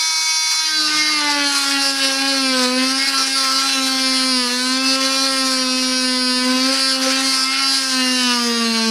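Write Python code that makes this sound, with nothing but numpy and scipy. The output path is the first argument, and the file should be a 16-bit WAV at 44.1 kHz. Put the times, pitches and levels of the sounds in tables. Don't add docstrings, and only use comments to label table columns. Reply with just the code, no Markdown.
import sys
import numpy as np
from scipy import signal
from scipy.fft import rfft, irfft
from scipy.io import wavfile
from scipy.ndimage import uniform_filter1d

SR = 44100
rng = np.random.default_rng(int(sys.argv[2]) if len(sys.argv) > 2 else 0)


def int16_out(signal):
    q = np.round(np.clip(np.atleast_2d(signal).T, -1, 1) * 32767)
    wavfile.write(sys.argv[1], SR, q.astype(np.int16))


N = 392490
T = np.arange(N) / SR

# t/s, stroke rate f/Hz
SPEED = [(0.1, 319), (0.64, 316.6), (0.88, 304.7), (1.12, 305.2), (1.22, 295), (1.63, 276.7), (1.73, 277.9),
         (2.12, 268.8), (2.29, 273.7), (2.39, 269.2), (2.66, 249.7), (3.07, 273.8), (3.22, 266.5),
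         (3.37, 269.5), (3.49, 264.2), (3.66, 271.3), (3.81, 264.8), (4.29, 260), (4.47, 244),
         (4.81, 263.5), (5.27, 268.4), (5.66, 256.7), (5.86, 257.3), (6.39, 251.9), (6.59, 257.2),
         (6.74, 267.7), (7.0, 262.2), (7.25, 267), (7.42, 261.6), (7.61, 270.5), (7.74, 270.1),
         (8.01, 256.1), (8.18, 253.2), (8.39, 239.7), (8.76, 226.2), (8.86, 224.2)]
# multiple of the stroke rate, level/dB in the wood without sag, slope/dB per Hz of sag
BOARD_HUM = [(1, -35.5, 0.2017), (2, -49.5, 0.2292)]
# f/Hz, level/dB
HOUSING = [(680, -40.5), (770, -41.5), (830, -32), (875, -29.5), (920, -44), (970, -31), (1090, -35.5),
           (1205, -27.5), (1270, -37), (1325, -31.5), (1500, -38.5)]
# multiple of the stroke rate, dB per dB of the first push column
HOUSING_PUSH = [(3, 0.66), (4, 0.76), (5, 0.23)]
# start t/s, end t/s, gain of the stroke rate/dB, gain of its double/dB
PUSHES = [(1.2, 1.5, 1.5, 7), (1.48, 1.7, -4.5, -7), (1.8, 2.2, -4.5, 3.5), (2.2, 2.9, 1.5, 6),
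          (2.98, 3.79, -7.5, -2.5), (4.38, 4.66, -4, 4), (4.87, 5.45, -2.5, 5.5), (5.45, 6.42, -1.5, 3),
          (6.42, 6.76, 3, 6), (6.72, 7.0, -4.5, 1.5), (6.98, 7.3, 0.5, 3), (7.28, 7.95, -7, -10),
          (8.4, 9.2, 1, 4)]
# start t/s, end t/s, gain/dB
GRIPS = [(1.49, 1.62, 4.5), (2.5, 2.7, 1.5), (3.13, 3.24, 8.5), (3.26, 3.35, -21), (3.35, 3.68, 7),
         (4.95, 5.52, 3), (5.7, 6.15, -3), (7.32, 7.52, 4.5), (7.59, 7.68, 8.5)]
# multiple of the stroke rate, level/dB
IDLE_WHINE = [(7, -28), (8, -39.5), (11, -32.5), (13, -29.5), (15, -25), (17, -29.5), (18, -27.5),
              (22, -37), (29, -39), (31, -36)]
# f/Hz, level/dB
WHISTLE = [(9100, -49), (9650, -41), (10300, -41), (11000, -39), (11450, -50)]
# f/Hz, level/dB
RIPPLE = [(155, -72), (205, -54), (400, -55.5), (620, -62), (900, -59)]
# f/Hz, level/dB
WOOD = [(1150, -66), (1380, 1), (1530, 7.5), (1880, -0.5), (2150, 2), (2700, 4), (3300, 0.5), (3750, 0.5),
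        (4100, -12), (5500, -53)]
# f/Hz, level/dB
STEEL = [(2600, -35.5), (3700, -8), (4050, 10), (4900, 10), (5700, 0), (6150, -3.5), (7400, -14.5),
         (8800, -12), (10000, -5), (12000, -30), (15500, -49)]
# f/Hz, level/dB
SQUARE_KNOCK = [(3300, -19.5), (4100, 2), (4900, 2), (5650, -3.5), (6100, -30.5), (6750, -11.5),
                (7500, -28), (8700, -21), (9600, -10.5), (10400, -12.5), (12000, -40)]
# f/Hz, level/dB
FIBRES = [(100, -41), (400, -14.5), (620, -21.5), (1000, -9), (1600, -6), (2700, -7), (3700, -6.5),
          (4600, 2.5), (5600, -1), (6900, -9), (9800, -11.5), (11800, -20), (13500, -22.5), (15600, -35)]
# t/s, level/dB before the mix offset in scene()
RASP = [(0, -24.5), (.7, -23), (1.0, -19.5), (2.2, -20), (2.8, -21), (3.15, -20), (3.7, -19.5),
        (4.4, -22.5), (5.05, -20), (5.7, -21.5), (6.35, -24), (6.8, -20.5), (7.6, -21), (8.9, -25)]
# start t/s, end t/s, gain of the steel and its fizz/dB
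BINDS = [(0.745, 0.894, 6.5), (0.925, 1.217, 4), (1.439, 1.498, 5.5), (1.545, 1.597, 6), (1.784, 1.92, 4),
         (2.007, 2.096, 4.5), (2.267, 2.322, 4), (2.389, 2.521, -0.5), (3.059, 3.114, 3),
         (3.135, 3.25, 2.5), (3.344, 3.451, 3.5), (3.539, 3.601, 4.5), (3.715, 3.749, 5),
         (4.001, 4.404, 1.5), (4.4, 4.758, -0.3), (4.842, 4.968, 5), (5.042, 5.08, 7), (5.142, 5.265, 3),
         (5.286, 5.616, 0), (5.618, 6.001, -1.7), (6.776, 6.94, 3), (7.225, 7.46, 4), (7.61, 7.801, 5),
         (7.77, 8.496, 0.7)]
# start t/s, end t/s (a row that ends before it starts is silent)
EVEN_CUTS = [(1.79, 1.56), (2.42, 2.54), (4.0, 4.48), (5.27, 6.45), (6.8, 6.97)]
# start t/s, end t/s, share of stray strokes 0-1
SKIDS = [(1.26, 1.42, .4), (2.747, 2.9, .25), (2.95, 3.142, .4), (3.165, 3.292, .5), (3.643, 3.74, .5),
         (6.68, 6.788, .7), (7.012, 7.126, .85), (7.516, 7.621, .7)]
# start t/s, end t/s, gain/dB
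LEANS = [(1.4, 1.5, 3.5), (1.71, 1.8, 2), (1.99, 2.07, 3.5), (2.18, 2.33, 2.5), (2.45, 2.59, 2.5),
         (2.77, 2.86, 2.5), (3.68, 3.8, 3), (4.78, 4.9, -1.5), (7.52, 7.65, 3.5), (7.91, 8.37, 3)]
# start t/s, end t/s, gain/dB
SLIPS = [(1.91, 1.96, -1.5), (2.66, 2.78, -2.5), (3.26, 3.33, -1), (4.96, 5.01, -4), (6.96, 7.02, -2.5),
         (8.49, 8.71, -0.5)]
# start t/s, end t/s, f/Hz, level/dB
SQUEALS = [(.9, 1.46, 2110, -29), (2.97, 3.1, 2170, -28), (3.15, 3.27, 5450, -24), (4.78, 5.19, 2680, -32),
           (4.85, 6.02, 5650, -31), (7.45, 7.66, 2150, -30), (7.93, 8.4, 2950, -29),
           (7.86, 8.92, 6450, -35)]
# start t/s, end t/s, strokes per hop, slap level/dB, thud level/dB
HOPS = [(0.908, 1.039, 2, -47, -41), (1.097, 1.528, 3, -32, -55), (8.201, 8.946, 2, -35, -66)]
# start t/s, end t/s, gain/dB
SHADES = [(0.54, 1.58, -5.5), (7.8, 9.2, 0.5)]

BITE_S = (0.57, 0.82)
FREE_HZ, FULL_SAG_HZ, USUAL_SAG_HZ = 319, 64.4, 52.4
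HUM_FREE_DB = -21
HOUSING_WAVER_DB = 2.0
RIPPLE_HZ = 100
RATTLE_DB, RATTLE_FREE_DB = -23, -28
RATTLE_DB_PER_HZ = 0.03
BUZZ_DB = -26
BIND_FADE_S, LEAN_FADE_S, PUSH_FADE_S = 0.022, 0.011, 0.051
SLIP_FADE_S, SKID_FADE_S, GRIP_FADE_S = 0.0058, 0.011, 0.014
SKID_STEEL_DB, SKID_RASP_DB = 1.8, 0.7
BOUND_SKID_RASP_DB = 3.6
EVEN_SHARE, EVEN_STEEL_DB, EVEN_RASP_DB = .8, 2, -2.6
ZING_DB, ZING_HZ, ZING_WIDTH_HZ = -18.5, 9420, 1800
JOLT_S, JOLT_DB = 3.06, 1
FLARE_DB, FLARE_HZ = 7, (4300, 5850)
SHIFT_DB, SHIFT_HZ, SHIFT_S = 3, 480, .085
FLUTTER_DB, FLUTTER_TURNS = 3, .025
SQUEAL_FADE_S, SQUEAL_WAVER_DB = .025, 2.5
SHADE_HZ, EDGE_HZ = 7700, 15700


def amp(db):
    return 10 ** (np.asarray(db) / 20)


def curves(rows):
    s, *columns = np.transpose(rows)
    return [np.interp(T, s, c) for c in columns]


def spell(start, end, fade_s=0.0044):
    return np.clip(np.minimum(T - start, end - T) / fade_s, 0, 1)


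def spells(rows, fade_s):
    out = np.zeros((len(rows[0]) - 2, N))
    for start, end, *values in rows:
        on = slice(*np.searchsorted(T, [start, end]))
        fade = np.minimum(np.minimum(T[on] - start, end - T[on]) / fade_s, 1)
        out[:, on] += np.outer(values, fade)
    return out


def sag_of(speed):
    return np.minimum(FREE_HZ - speed, FULL_SAG_HZ)


def steady(x, size=1400):
    power = uniform_filter1d(uniform_filter1d(x ** 2, size), size)
    return x / np.sqrt(power + 1e-12)


def blend(a, b, share):
    return np.sqrt(1 - share) * a + np.sqrt(share) * b


def drift(hz):
    count = N // 64
    f = np.fft.rfftfreq(count, 64 / SR)
    x = irfft(rfft(rng.standard_normal(count)) * np.exp(-(f / hz) ** 2), count)
    return np.interp(T, np.arange(count) * 64 / SR, x / x.std())


def ring(x, colour, size=4096):
    hz, db = np.transpose(colour)
    f = abs(np.fft.fftfreq(size, 1 / SR)) + 1
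    log_gain = np.log(amp(np.interp(np.log(f), np.log(hz), db)))
    response = np.fft.ifft(np.exp(np.conj(signal.hilbert(log_gain)))).real
    return signal.oaconvolve(x, response[:size // 2])[:N]


def fuzzy_tone(hz, width_hz):
    r = np.exp(-np.pi * width_hz / SR)
    poles = [1, -2 * r * np.cos(2 * np.pi * hz / SR), r * r]
    x = signal.lfilter([1, 0, -1], poles, rng.standard_normal(N))
    x = signal.lfilter([1, 0, -1], poles, x)
    return x / x.std()


def shifting(x, size=512):
    hz, s, z = signal.stft(x, SR, nperseg=size)
    field = rng.standard_normal(z.T.shape).T
    for _ in range(2):
        field = uniform_filter1d(field, round(SHIFT_HZ / hz[1]), axis=0)
        field = uniform_filter1d(field, round(SHIFT_S / s[1]), axis=1)
    gain = amp(2 * SHIFT_DB * np.tanh(.5 * field / field.std()))
    return steady(signal.istft(z * gain, SR, nperseg=size)[1][:N])


def contact(turns, place, force, jitter, uneven, size=8):
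    strokes = np.arange(-1, int(turns[-1]) + 1)
    chance = rng.standard_normal((N // 100, 2))[:len(strokes)]
    cycle = strokes + np.interp(strokes, turns, place) + jitter * chance[:, 0]
    at = np.interp(cycle, turns, np.arange(N))
    strength = np.interp(strokes, turns, force) * np.exp(uneven * chance[:, 1])
    strength = strength * (at > 0) * (at < N - 1)
    taps = at.astype(int)[:, None] + np.arange(1 - size, size + 1)
    offset = taps - at[:, None]
    clicks = strength[:, None] * np.sinc(offset) * np.cos(np.pi * offset / (2 * size)) ** 2
    return np.bincount(np.clip(taps, 0, N - 1).ravel(), clicks.ravel(), N)


def chatter(turns, wander, wander_hz, swing_db, swing_hz, jitter, uneven, count=6):
    out = np.zeros(N)
    for k in range(count):
        place = (k + rng.random()) / count + wander * drift(wander_hz)
        force = amp(swing_db * drift(swing_hz))
        out += (-1) ** k * contact(turns, place, force, jitter, uneven)
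    return out


def skitter(turns, count=3):
    return sum((-1) ** k * contact(turns, np.full(N, k / count), np.ones(N), jitter=.09, uneven=.3)
               for k in range(count))


def rumble(speed, load):
    colour = [(25, -0.5), (90, -2.0), (300, 6.5), (900, -39)]
    low = steady(ring(rng.standard_normal(N), colour), size=8000)
    push_db = spells(PUSHES, PUSH_FADE_S)[0]
    return amp(-57.5 - 10 * (1 - load) + 0.056 * sag_of(speed) + push_db) * low


def growl(turns, speed):
    out = np.zeros(N)
    for k in range(1, 4):
        for hz in (-RIPPLE_HZ, RIPPLE_HZ):
            level_db = np.interp(k * speed + hz, *np.transpose(RIPPLE)) + 2.3 * drift(12)
            out += amp(level_db) * np.cos(2 * np.pi * (k * turns + hz * T + rng.random()))
    return np.sqrt(2) * out


def motor(turns, speed):
    bars = 36
    whistle_db = np.interp(bars * speed, *np.transpose(WHISTLE)) + 1.2 * drift(25)
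    whistle = np.sqrt(2) * amp(whistle_db) * np.sin(2 * np.pi * bars * turns + 0.5 * drift(40))
    hiss_on = spell(-1, 1.12) + 0.7 * spell(7.95, 8.62)
    hiss = amp(-50 + 3 * drift(25)) * hiss_on * fuzzy_tone(13500, 500)
    return whistle + hiss


def free_drive(turns):
    whine = np.zeros(N)
    for k, db in IDLE_WHINE:
        phase = 2 * np.pi * (k * turns + rng.random()) + 0.011 * k * drift(83)
        whine += amp(db + 1.5 * drift(19)) * np.cos(phase)
    return np.sqrt(2) * whine + amp(-28.5) * fuzzy_tone(6160, 130)


def hum(turns, speed, load, skid, even):
    pushes = spells(PUSHES, PUSH_FADE_S)
    grip_db = spells(GRIPS, GRIP_FADE_S)[0]
    unsteady = 1 - .5 * even
    levels = []
    for (k, db, slope), push_db in zip(BOARD_HUM, pushes):
        load_db = slope * sag_of(speed) + HUM_FREE_DB * (1 - load)
        levels.append((k, db + load_db + push_db + k * 1.16 * unsteady * drift(8.8)))
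    for k, share in HOUSING_PUSH:
        db = np.interp(k * speed, *np.transpose(HOUSING)) + share * pushes[0]
        db = db + (k * speed > 900) * grip_db + load * unsteady * HOUSING_WAVER_DB * drift(12.4)
        levels.append((k, db))
    out = np.zeros(N)
    for k, db in levels:
        flutter = np.sqrt(skid) * (1 < round(k) < 4)
        gain = amp(db + (.5 + FLUTTER_DB * flutter) * drift(26.4))
        cycles = round(k) * turns + rng.random() + FLUTTER_TURNS * flutter * drift(50)
        out += gain * np.cos(2 * np.pi * cycles)
    return np.sqrt(2) * out


def jolt():
    return amp(JOLT_DB) * ring(1.0 * (np.arange(N) == round(JOLT_S * SR)), WOOD)


def hops(turns):
    out = np.zeros(N)
    for start, end, strokes, slap_db, thud_db in HOPS:
        hop = turns / round(strokes)
        blows = contact(hop, 0.279 + 0.0018 * drift(6), np.ones(N), jitter=0.0011, uneven=0.13)
        slaps = ring(blows, WOOD)
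        thud = np.sqrt(2) * np.sin(2 * np.pi * (turns - hop) + .5 * drift(11))
        both = amp(slap_db) * slaps / slaps.std() + amp(thud_db) * thud
        out += spell(start, end, fade_s=0.12) * both
    return out


def squeals(turns, width_hz=260):
    kicks = contact(turns, np.zeros(N), np.ones(N), jitter=0.002, uneven=0.095)
    out = np.zeros(N)
    for start, end, hz, db in SQUEALS:
        gate = spell(start, end, SQUEAL_FADE_S) * amp(SQUEAL_WAVER_DB * drift(16))
        mode = signal.iirpeak(hz, hz / width_hz, SR)
        on = gate > 0
        ringing = signal.lfilter(*mode, signal.lfilter(*mode, kicks[on]))
        out[on] += amp(db) * gate[on] * steady(ringing)
    return out


def buzz(turns, skid):
    slaps = chatter(turns, wander=0.039, wander_hz=2.0, swing_db=5, swing_hz=17.8,
                    jitter=0.0009, uneven=0.028)
    return blend(steady(ring(slaps, WOOD)), steady(ring(skitter(turns), WOOD)), skid)


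def rasp(turns, bound):
    sweep = 1 + .35 * np.cos(4 * np.pi * (turns - .27))
    near_knock = 1 + 0.042 * bound * np.exp(-((turns % 1 - .28) / 0.0086) ** 2)
    snap_on = rng.random(N) < 700 / SR
    snaps = snap_on * rng.standard_normal(N) * amp(2.0 * np.minimum(rng.exponential(1, N), 4))
    tearing = (rng.standard_normal(N) + 1.77 * snaps) * sweep * near_knock
    return shifting(ring(tearing, FIBRES)) * amp(1.2 * drift(30))


def zing(turns):
    swell = 0.12 + np.exp(-((turns - .246) % 1) / 0.5)
    return steady(fuzzy_tone(ZING_HZ, ZING_WIDTH_HZ) * swell)


def shade(x):
    top = signal.sosfiltfilt(signal.butter(3, SHADE_HZ, "high", fs=SR, output="sos"), x)
    return x + (amp(spells(SHADES, .25)[0]) - 1) * top


def flares(count=7):
    return steady(sum(amp(FLARE_DB * drift(11)) * fuzzy_tone(hz, 70)
                      for hz in np.geomspace(*FLARE_HZ, count)))


def rattle(turns, bound, skid, even):
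    loose = chatter(turns, wander=0.014, wander_hz=2.13, swing_db=6.0, swing_hz=22.3,
                    jitter=0.0003, uneven=0.06)
    loose = steady(ring(signal.lfilter([1], [1, -.15], loose), STEEL))
    blows = contact(turns, 0.246 + 0.004 * drift(1.86), np.ones(N), jitter=0.0004, uneven=0.04)
    knock = steady(ring(signal.lfilter([1, -.35], [1], blows), STEEL))
    regular = shifting(blend(loose, knock, .25 + .55 * bound))
    square = steady(ring(blows, SQUARE_KNOCK))
    regular = steady(blend(regular, square, EVEN_SHARE * even), size=700)
    stray = blend(steady(ring(skitter(turns), STEEL)), flares(), .4)
    return blend(regular, shifting(stray), skid)


def scene():
    speed, = curves(SPEED)
    rasp_db, = curves(RASP)
    turns = np.cumsum(speed * (1 + 0.000817 * drift(18.8))) / SR
    load = np.interp(T, BITE_S, [0, 1])
    bound, bind_db = spells([(a, b, 1, db) for a, b, db in BINDS], BIND_FADE_S)
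    even, = spells([(a, b, 1) for a, b in EVEN_CUTS], BIND_FADE_S).clip(0, 1)
    skidding, = spells(SKIDS, SKID_FADE_S).clip(0, 1)
    bound = np.maximum(bound.clip(0, 1), even)
    usual_stray = np.interp(rasp_db, [-24.5, -21], [0, .12]) * (1 - .9 * bound)
    skid = np.maximum(skidding, usual_stray)

    free = np.sqrt(1 - load) * free_drive(turns)
    jolt_dip = 1 - .8 * spell(JOLT_S - .01, JOLT_S + .014)
    board = hum(turns, speed, load, skid, even) * jolt_dip
    board = board + load * growl(turns, speed) + rumble(speed, load) + jolt()

    buzz_db = BUZZ_DB + spells(LEANS, LEAN_FADE_S)[0] - bound + drift(5.6)
    wood = np.sqrt(load) * amp(buzz_db) * buzz(turns, skid ** 1.5)
    rattle_db = RATTLE_DB + RATTLE_DB_PER_HZ * (sag_of(speed) - USUAL_SAG_HZ) + bind_db
    rattle_db = rattle_db + EVEN_STEEL_DB * even + SKID_STEEL_DB * skidding
    rattle_db = rattle_db + (1 - 0.5 * bound) * drift(16)
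    steel_gain = load * amp(rattle_db) + (1 - load) * amp(RATTLE_FREE_DB)
    steel = steel_gain * rattle(turns, bound, skid, even)
    fizz = load * amp(ZING_DB + rasp_db + bind_db) * zing(turns)

    teeth_db = rasp_db - 3.5 + BOUND_SKID_RASP_DB * bound * skidding
    teeth_db = teeth_db + EVEN_RASP_DB * even + SKID_RASP_DB * skidding + drift(5.8)
    teeth = amp(teeth_db) * rasp(turns, bound)
    fan = amp(3.0) * signal.sosfilt(signal.butter(2, 800, "high", fs=SR, output="sos"), teeth)
    air = load * teeth + (1 - load) * fan

    cutting = amp(spells(SLIPS, SLIP_FADE_S)[0]) * (wood + shade(steel + fizz + air))
    return (free + board + cutting + squeals(turns) + hops(turns) + motor(turns, speed))[None]


def record(dry):
    power_db = 10 * np.log10(uniform_filter1d(dry[0] ** 2, size=1000) + 1e-12)
    over_db = uniform_filter1d(np.maximum(power_db + 6.5, 0), size=600)
    held = dry * amp(-.5 * over_db)
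    rounded = held / (1 + (held / .78) ** 6) ** (1 / 6)
    low_pass = signal.firwin(511, EDGE_HZ, window=("kaiser", 9), fs=SR)
    return signal.oaconvolve(rounded, low_pass[None], "same")


dry = scene()
out = record(dry)
int16_out(out)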